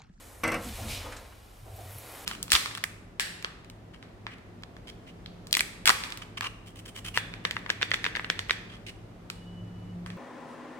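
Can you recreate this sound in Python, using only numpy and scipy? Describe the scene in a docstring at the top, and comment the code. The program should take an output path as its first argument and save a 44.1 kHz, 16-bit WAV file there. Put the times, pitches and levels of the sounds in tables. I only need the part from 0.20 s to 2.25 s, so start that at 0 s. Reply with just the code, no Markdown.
"""Rattling latch in a lift cabin

Inside a small lift, a latch straight ahead of the stereo microphone clacks four times, ringing the
door panel and the cabin. Close by, a soft friction swish like cloth brushing past carries a knock and
soft thuds and ends in a scrape and light ticks. Two dull hollow knocks and a second, fainter swish
follow, all over the low uneven rumble of the cabin."""
import sys
import numpy as np
from scipy import signal
from scipy.fft import irfft
from scipy.io import wavfile
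from scipy.ndimage import uniform_filter1d

SR = 44100
rng = np.random.default_rng(int(sys.argv[2]) if len(sys.argv) > 2 else 0)


def wav_record(signal):
    """Record a signal, one row per channel, as 16-bit PCM in the file named by sys.argv[1]."""
    frames = np.transpose(np.atleast_2d(signal))
    bounded = np.clip(frames, -1, 1)
    # unit amplitude maps onto the largest positive 16-bit level
    quanta = np.round(bounded * 32767).astype(np.int16)
    wavfile.write(sys.argv[1], SR, quanta)


N = 90404
T = np.arange(N) / SR
FREQS = np.maximum(np.fft.rfftfreq(N, 1 / SR), 1)

# Stereo width of the latch, straight ahead. Each row: frequency in Hz, side against mid in dB.
LATCH_WIDTH = [(200, -35), (430, -25), (850, -13.5), (1700, -10.5), (3500, -11.5), (7000, -16),
               (12000, -20)]


def latch():
    """Each clack is a quick run of contacts: the latch ticks, its bar and the door panel ring."""
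    # Each row: start in seconds, then relative levels in dB of panel, metal tick and latch bar.
    clacks = [(0.2343, 2.5, -4, 3), (0.274, -1.5, -6, 0.5), (0.3165, -2.5, -8, -14), (0.34, -3, -8.5, -7)]
    # Contacts within a clack. Each row: delay in seconds, push on the panel in dB, tick in dB.
    contacts = [(0.0, -1.5, -11), (0.0033, -1.5, 1), (0.007, -0.5, -15)]
    # Each row: frequency in Hz, relative level in dB, t60 in seconds.
    panel_modes = [(206.5, -10, 1.77), (242, -6.5, 0.76), (323, 5.5, 0.31), (480.6, 0, 0.48),
                   (528.3, -0.5, 0.36), (547, 0, 0.21), (614, -11, .3), (719.4, -3.5, 0.11),
                   (1116, -1.5, 0.24), (1147.6, 7.5, 0.063), (1348, -3.5, 0.38), (1575, -4.5, 0.37),
                   (1873, -8, 0.32), (2298, 5, 0.095), (2325, 4, 0.11)]
    bar_modes = [(2036, 6, .19), (2125, -9, 0.11), (2130, -5, 0.28)]
    pushes = [(start + lag, db + push) for start, db, _, _ in clacks for lag, push, _ in contacts]
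    ticks = [(start + lag, db + tick) for start, _, db, _ in clacks for lag, _, tick in contacts]
    body = door_body(pushes)
    panel_attack_s, bar_attack_s = 0.0028, 0.018
    panel = struck(panel_modes, [(start, db, panel_attack_s) for start, db, _, _ in clacks])
    bar = struck(bar_modes, [(start, db, bar_attack_s) for start, _, _, db in clacks])
    return undb(-31) * body + undb(-39) * (panel + bar) + undb(-27) * latch_metal(ticks)


def door_body(pushes):
    """Each push sets off the dense ring of door and cabin; the low bands last longest."""
    # Each row: frequency in Hz, relative spectral level in dB.
    tone = [(100, -11), (170, -6.5), (280, -6), (390, -11), (520, -2.5), (700, -4.5), (800, -9), (1000, -8),
            (1150, -5), (1620, -2.5), (1750, -7), (2200, -1.5), (2450, -12), (2780, -5.5), (3100, -13),
            (3700, -21.5), (6000, -22.5), (15000, -62)]
    # Each row: lower and upper band edge in Hz, t60 in seconds.
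    decays = [(19.8, 290, 0.52), (324, 1100, 0.32), (1043, 3000, 0.19), (3120, 18000, 0.14)]
    spectrum, body = colour(tone), 0
    for low, high, t60 in decays:
        band = spectrum * (FREQS >= low) * (FREQS < high)
        share = np.sqrt(np.sum(band ** 2) / np.sum(spectrum ** 2))
        wash = even(noise(band, LATCH_WIDTH, ripple_db=3.0), 0.016)
        body = body + share * rattle(pushes, t60) * wash
    return body


def latch_metal(ticks):
    """The metal's bright resonances give a sharp strike and a softer ring after it."""
    # Each row: centre and width in Hz, relative level in dB at the strike and in the ring.
    peaks = [(3150, 350, -1.5, -11), (4220, 420, -4, -3), (5200, 240, 3, 0), (5870, 200, 7, 6),
             (7700, 360, 0, -6), (8200, 270, 1, 4), (11040, 1500, -3, -7.5), (12100, 2800, -16, -18)]
    strike_tone = resonances((hz, width, db) for hz, width, db, _ in peaks)
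    tail_tone = resonances((hz, width, db) for hz, width, _, db in peaks)
    strike = even(noise(strike_tone, LATCH_WIDTH), 0.0043) * rattle(ticks, t60=0.018)
    tail = even(noise(tail_tone, LATCH_WIDTH), 0.012) * rattle(ticks, t60=0.22)
    return strike + undb(-14) * tail


def slide():
    """Soft friction close by: tiny catches roughen all its layers together; a few snags stand out."""
    # Treble, middle and low rubbing. Each row: frequency in Hz, relative spectral level in dB.
    hiss = [(2000, -9.5), (4500, -9.5), (6500, -3), (9000, -2), (13000, -4.5), (14500, -6), (15800, -37)]
    swish = [(900, -75), (1800, -9.5), (2400, 2.5), (3000, -0.5), (3800, -1), (5000, -4.5), (7000, -8.5),
             (14000, -23)]
    scuff = [(120, -25), (270, -4), (380, -7), (520, -0.5), (800, -4.5), (1300, -8.5), (2000, -11),
             (4000, -36), (9000, -65)]
    # Their swells, and the second swish's airy sheen. 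Each row: time in seconds, level in dB.
    hiss_level = [(0, -55.5), (.2, -58), (.38, -58), (.45, -46), (.52, -51.5), (.57, -48), (.66, -49.5),
                  (.70, -44), (.74, -44), (.80, -54), (.88, -57.5), (1.0, -60), (1.15, -66), (1.44, -65),
                  (1.6, -58), (1.77, -56.5), (1.95, -53.5), (2.05, -52)]
    swish_level = [(0, -59.5), (.2, -68), (.4, -55), (.46, -49), (.52, -48.5), (.6, -48), (0.671, -49.5),
                   (.70, -39), (.74, -39), (.79, -43), (.86, -49), (.97, -55), (1.1, -62), (1.45, -67.5),
                   (1.6, -58.5), (1.8, -57), (1.95, -53.5), (2.05, -54)]
    scuff_level = [(0, -57), (.2, -56.5), (.45, -47), (.54, -51), (.68, -45.5), (.76, -48.5), (.82, -47),
                   (.94, -48.5), (1.05, -52.5), (1.15, -63), (1.4, -67.5), (1.7, -53), (1.8, -54),
                   (1.91, -48.5), (2.05, -48)]
    sheen_level = [(0, -84), (1.42, -76), (1.58, -60), (1.67, -60.5), (1.73, -51.5), (1.84, -56.5),
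                   (1.91, -52.5), (2.05, -57)]
    # Thin bright snags in the second swish. Each row: start in seconds, level in dB, centre in Hz.
    snag_events = [(1.56, -53, 13200), (1.78, -42.5, 11800), (1.918, -50, 10900)]
    catches_per_s = 500
    catches_db = wander(T * catches_per_s)
    layers = [(hiss, hiss_level), (swish, swish_level), (scuff, scuff_level)]
    rub = sum(even(moving_noise(colour(tone)), 0.05) * curve(level) for tone, level in layers)
    sheen = noise(resonance(11800, width_hz=7400)) * curve(sheen_level)
    snags = sum(undb(db) * ring(start, t60=0.05, attack=0.0039) * noise(resonance(hz, width_hz=3100))
                for start, db, hz in snag_events)
    return undb(catches_db) * (rub + sheen + snags)


def scrape():
    """A brief hollow scrape swells and dies as the first swish ends."""
    # Each row: centre and width in Hz, relative level in dB.
    peaks = [(278, 80, 0), (498, 56, 6), (920, 140, -5), (1210, 270, -3.5)]
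    return undb(-42) * even(noise(resonances(peaks)), 0.034) * ring(0.838, t60=0.37, attack=0.019)


def light_ticks():
    """Light ticks of differing brightness trail the first swish."""
    # Each row: start in seconds, level in dB, treble lift in dB.
    ticks = [(0.922, -39, -3), (0.964, -44, 13), (1.12, -52, -13)]
    # Each row: frequency in Hz, relative spectral level in dB.
    tone = [(200, -17), (700, -3), (1400, 8.5), (3000, 1), (5000, -6.5), (9000, -7), (15000, -37)]
    treble = resonance(6800, width_hz=6800)
    return sum(undb(db) * ring(start, t60=0.094, attack=0.0028) * noise(colour(tone) * undb(lift * treble))
               for start, db, lift in ticks)


def wall_knocks():
    """Knocks on the hollow wall give a dull thump and leave its modes ringing."""
    # Each row: start in seconds, level in dB, attack in seconds.
    knocks = [(0.579, -44.5, 0.01), (1.46, -48, .002), (1.568, -47, 0.024)]
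    # Each row: centre and width in Hz, relative level in dB.
    thump_peaks = [(354, 135, -4.5), (520, 133, -7), (723, 154, 0.5), (1140, 800, -19)]
    # Each row: frequency in Hz, relative level in dB, t60 in seconds.
    wall_modes = [(660, -3, 0.71), (755, -3.5, 0.48)]
    hollow = even(noise(resonances(thump_peaks)), 0.02)
    envelope = sum(undb(db) * ring(start, t60=0.42, attack=rise) for start, db, rise in knocks)
    return undb(-1) * hollow * envelope + struck(wall_modes, knocks)


def wall_thuds():
    """Soft blows stir one low resonance of the cabin wall."""
    # Each row: start in seconds, level in dB, attack in seconds.
    thuds = [(0.454, -38, 0.0081), (0.606, -43, 0.0083), (0.651, -42.5, 0.0042)]
    wall = even(noise(resonance(225, width_hz=34)), 0.02)
    return wall * sum(undb(db) * ring(start, t60=0.29, attack=rise) for start, db, rise in thuds)


def cabin():
    """Deep rumble, the cabin's booming air resonance and faint steady air all round the microphone."""
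    # Each row: frequency in Hz, relative spectral level in dB.
    rumble_tone = [(15, -26), (32, 11.5), (55, 9), (80, 8), (130, -33), (300, -33)]
    air_tone = [(100, -6.5), (210, 2), (330, -1.5), (480, -3.5), (900, -5.5), (2000, -14), (5000, -23.5),
                (14000, -52)]
    # Each row: time in seconds, level in dB.
    rumble_level = [(0, -57), (.2, -54), (.42, -50), (.5, -41), (.58, -44.5), (.72, -43), (.9, -47.5),
                    (1.05, -52), (1.15, -55.5), (1.32, -53.5), (1.5, -51.5), (1.8, -61.5), (2.05, -56)]
    boom_level = [(0, -61), (.2, -56.5), (.28, -41.5), (.42, -49.5), (.56, -49.5), (.62, -40), (.74, -42.5),
                  (.8, -46.5), (1.0, -56), (1.38, -62.5), (1.43, -47), (1.49, -53), (1.54, -42),
                  (1.58, -50), (1.62, -47), (1.66, -46.5), (1.70, -43.5), (1.725, -49.5), (1.76, -43),
                  (1.81, -54), (2.05, -60)]
    # Each row: frequency in Hz, side against mid in dB.
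    air_width = [(60, -7), (200, -4.5), (850, -0.5), (1700, 2), (3500, -1.5), (12000, 1)]
    rumble = even(noise(colour(rumble_tone)), 0.067) * curve(rumble_level)
    boom = even(noise(resonance(99.6, width_hz=21.3)), 0.0373) * curve(boom_level)
    return rumble + boom + undb(-59.5) * noise(colour(air_tone), air_width)


def struck(modes, blows):
    """Modes (Hz, dB, t60 s) fed by blows (s, dB, attack s); each blow also knocks their phase."""
    kick_rad, spread_rad = 1.2, 0.1
    out = 0
    for hz, db, t60 in modes:
        energy = sum((undb(blow_db) * ring(start, t60, rise)) ** 2 for start, blow_db, rise in blows)
        kicks = sum(kick_rad * rng.standard_normal() * np.clip((T - start) / rise, 0, 1)
                    for start, _, rise in blows)
        phase = 2 * np.pi * (hz * T + rng.random()) + kicks
        stereo_offset = spread_rad * rng.uniform(-1.1, 1) * np.array([[1], [-1]])
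        out = out + undb(db) * np.sqrt(energy) * np.sin(phase + stereo_offset)
    return out


def ring(start, t60, attack=0.00024):
    """Envelope of a blow: a linear rise, then exponential decay."""
    return np.clip((T - start) / attack, 0, 1) * undb(-60 * np.maximum(T - start - attack, 0) / t60)


def rattle(hits, t60):
    """Envelope of a run of hits (s, dB) whose energies add."""
    return np.sqrt(sum((undb(db) * ring(start, t60)) ** 2 for start, db in hits))


def noise(gain, width=None, ripple_db=3.5):
    """Stereo noise with a mid of rms 1, given fine peaks and dips by the cabin's standing waves."""
    # Default width, for nearby sources. Each row: frequency in Hz, side against mid in dB.
    near_width = [(30, -48), (90, -45), (200, -26), (430, -14.5), (1700, -10.5), (7000, -12.5),
                  (13000, -18)]
    spacing_hz, full_depth_hz = 39.94, 2800
    ripple = undb(ripple_db * np.minimum(FREQS / full_depth_hz, 1) * wander(FREQS / spacing_hz))
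    mid, side = gain * ripple * np.exp(2j * np.pi * rng.random((2, len(FREQS))))
    mid, side = irfft(mid, N), irfft(side * colour(width or near_width), N)
    return np.array([mid + side, mid - side]) / mid.std()


def moving_noise(gain, turns_per_s=1.282):
    """Noise of a moving source: it passes from one set of standing waves to another."""
    turn = 2 * np.pi * (turns_per_s * T + rng.random())
    return np.cos(turn) * noise(gain) + np.sin(turn) * noise(gain)


def wander(position):
    """A random line with a new Gaussian value at each whole step of position."""
    return np.interp(position, np.arange(len(position)), rng.standard_normal(len(position)))


def even(x, seconds):
    """Noise with its chance swells evened out over the given window."""
    return x / np.sqrt(uniform_filter1d((x ** 2).mean(0), max(int(seconds * SR), 8)) + 1e-9)


def resonance(hz, width_hz):
    """Gain of a steep resonance."""
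    return 1 / (1 + ((FREQS ** 2 - hz ** 2) / (FREQS * width_hz)) ** 2)


def resonances(peaks):
    """Summed gain of several resonances (Hz, width Hz, dB)."""
    return sum(undb(db) * resonance(hz, width) for hz, width, db in peaks)


def colour(points):
    """Gain of a (Hz, dB) table on a log-frequency axis."""
    hz, db = np.array(points).T
    return undb(np.interp(np.log(FREQS), np.log(hz), db))


def curve(points):
    """Gain over time from a (s, dB) table."""
    return undb(np.interp(T, *np.array(points).T))


def undb(db):
    """Decibels to gain."""
    return 10 ** (np.asarray(db) / 20)


def scene():
    """Everything that reaches the microphone inside the cabin."""
    return latch() + light_ticks() + wall_knocks() + wall_thuds() + slide() + scrape() + cabin()


def record(dry):
    """The recorder cuts the top steeply."""
    top_hz = 15600
    return signal.sosfilt(signal.ellip(10, 0.2, 80, top_hz, fs=SR, output="sos"), dry)


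dry = scene()
out = record(dry)
wav_record(out)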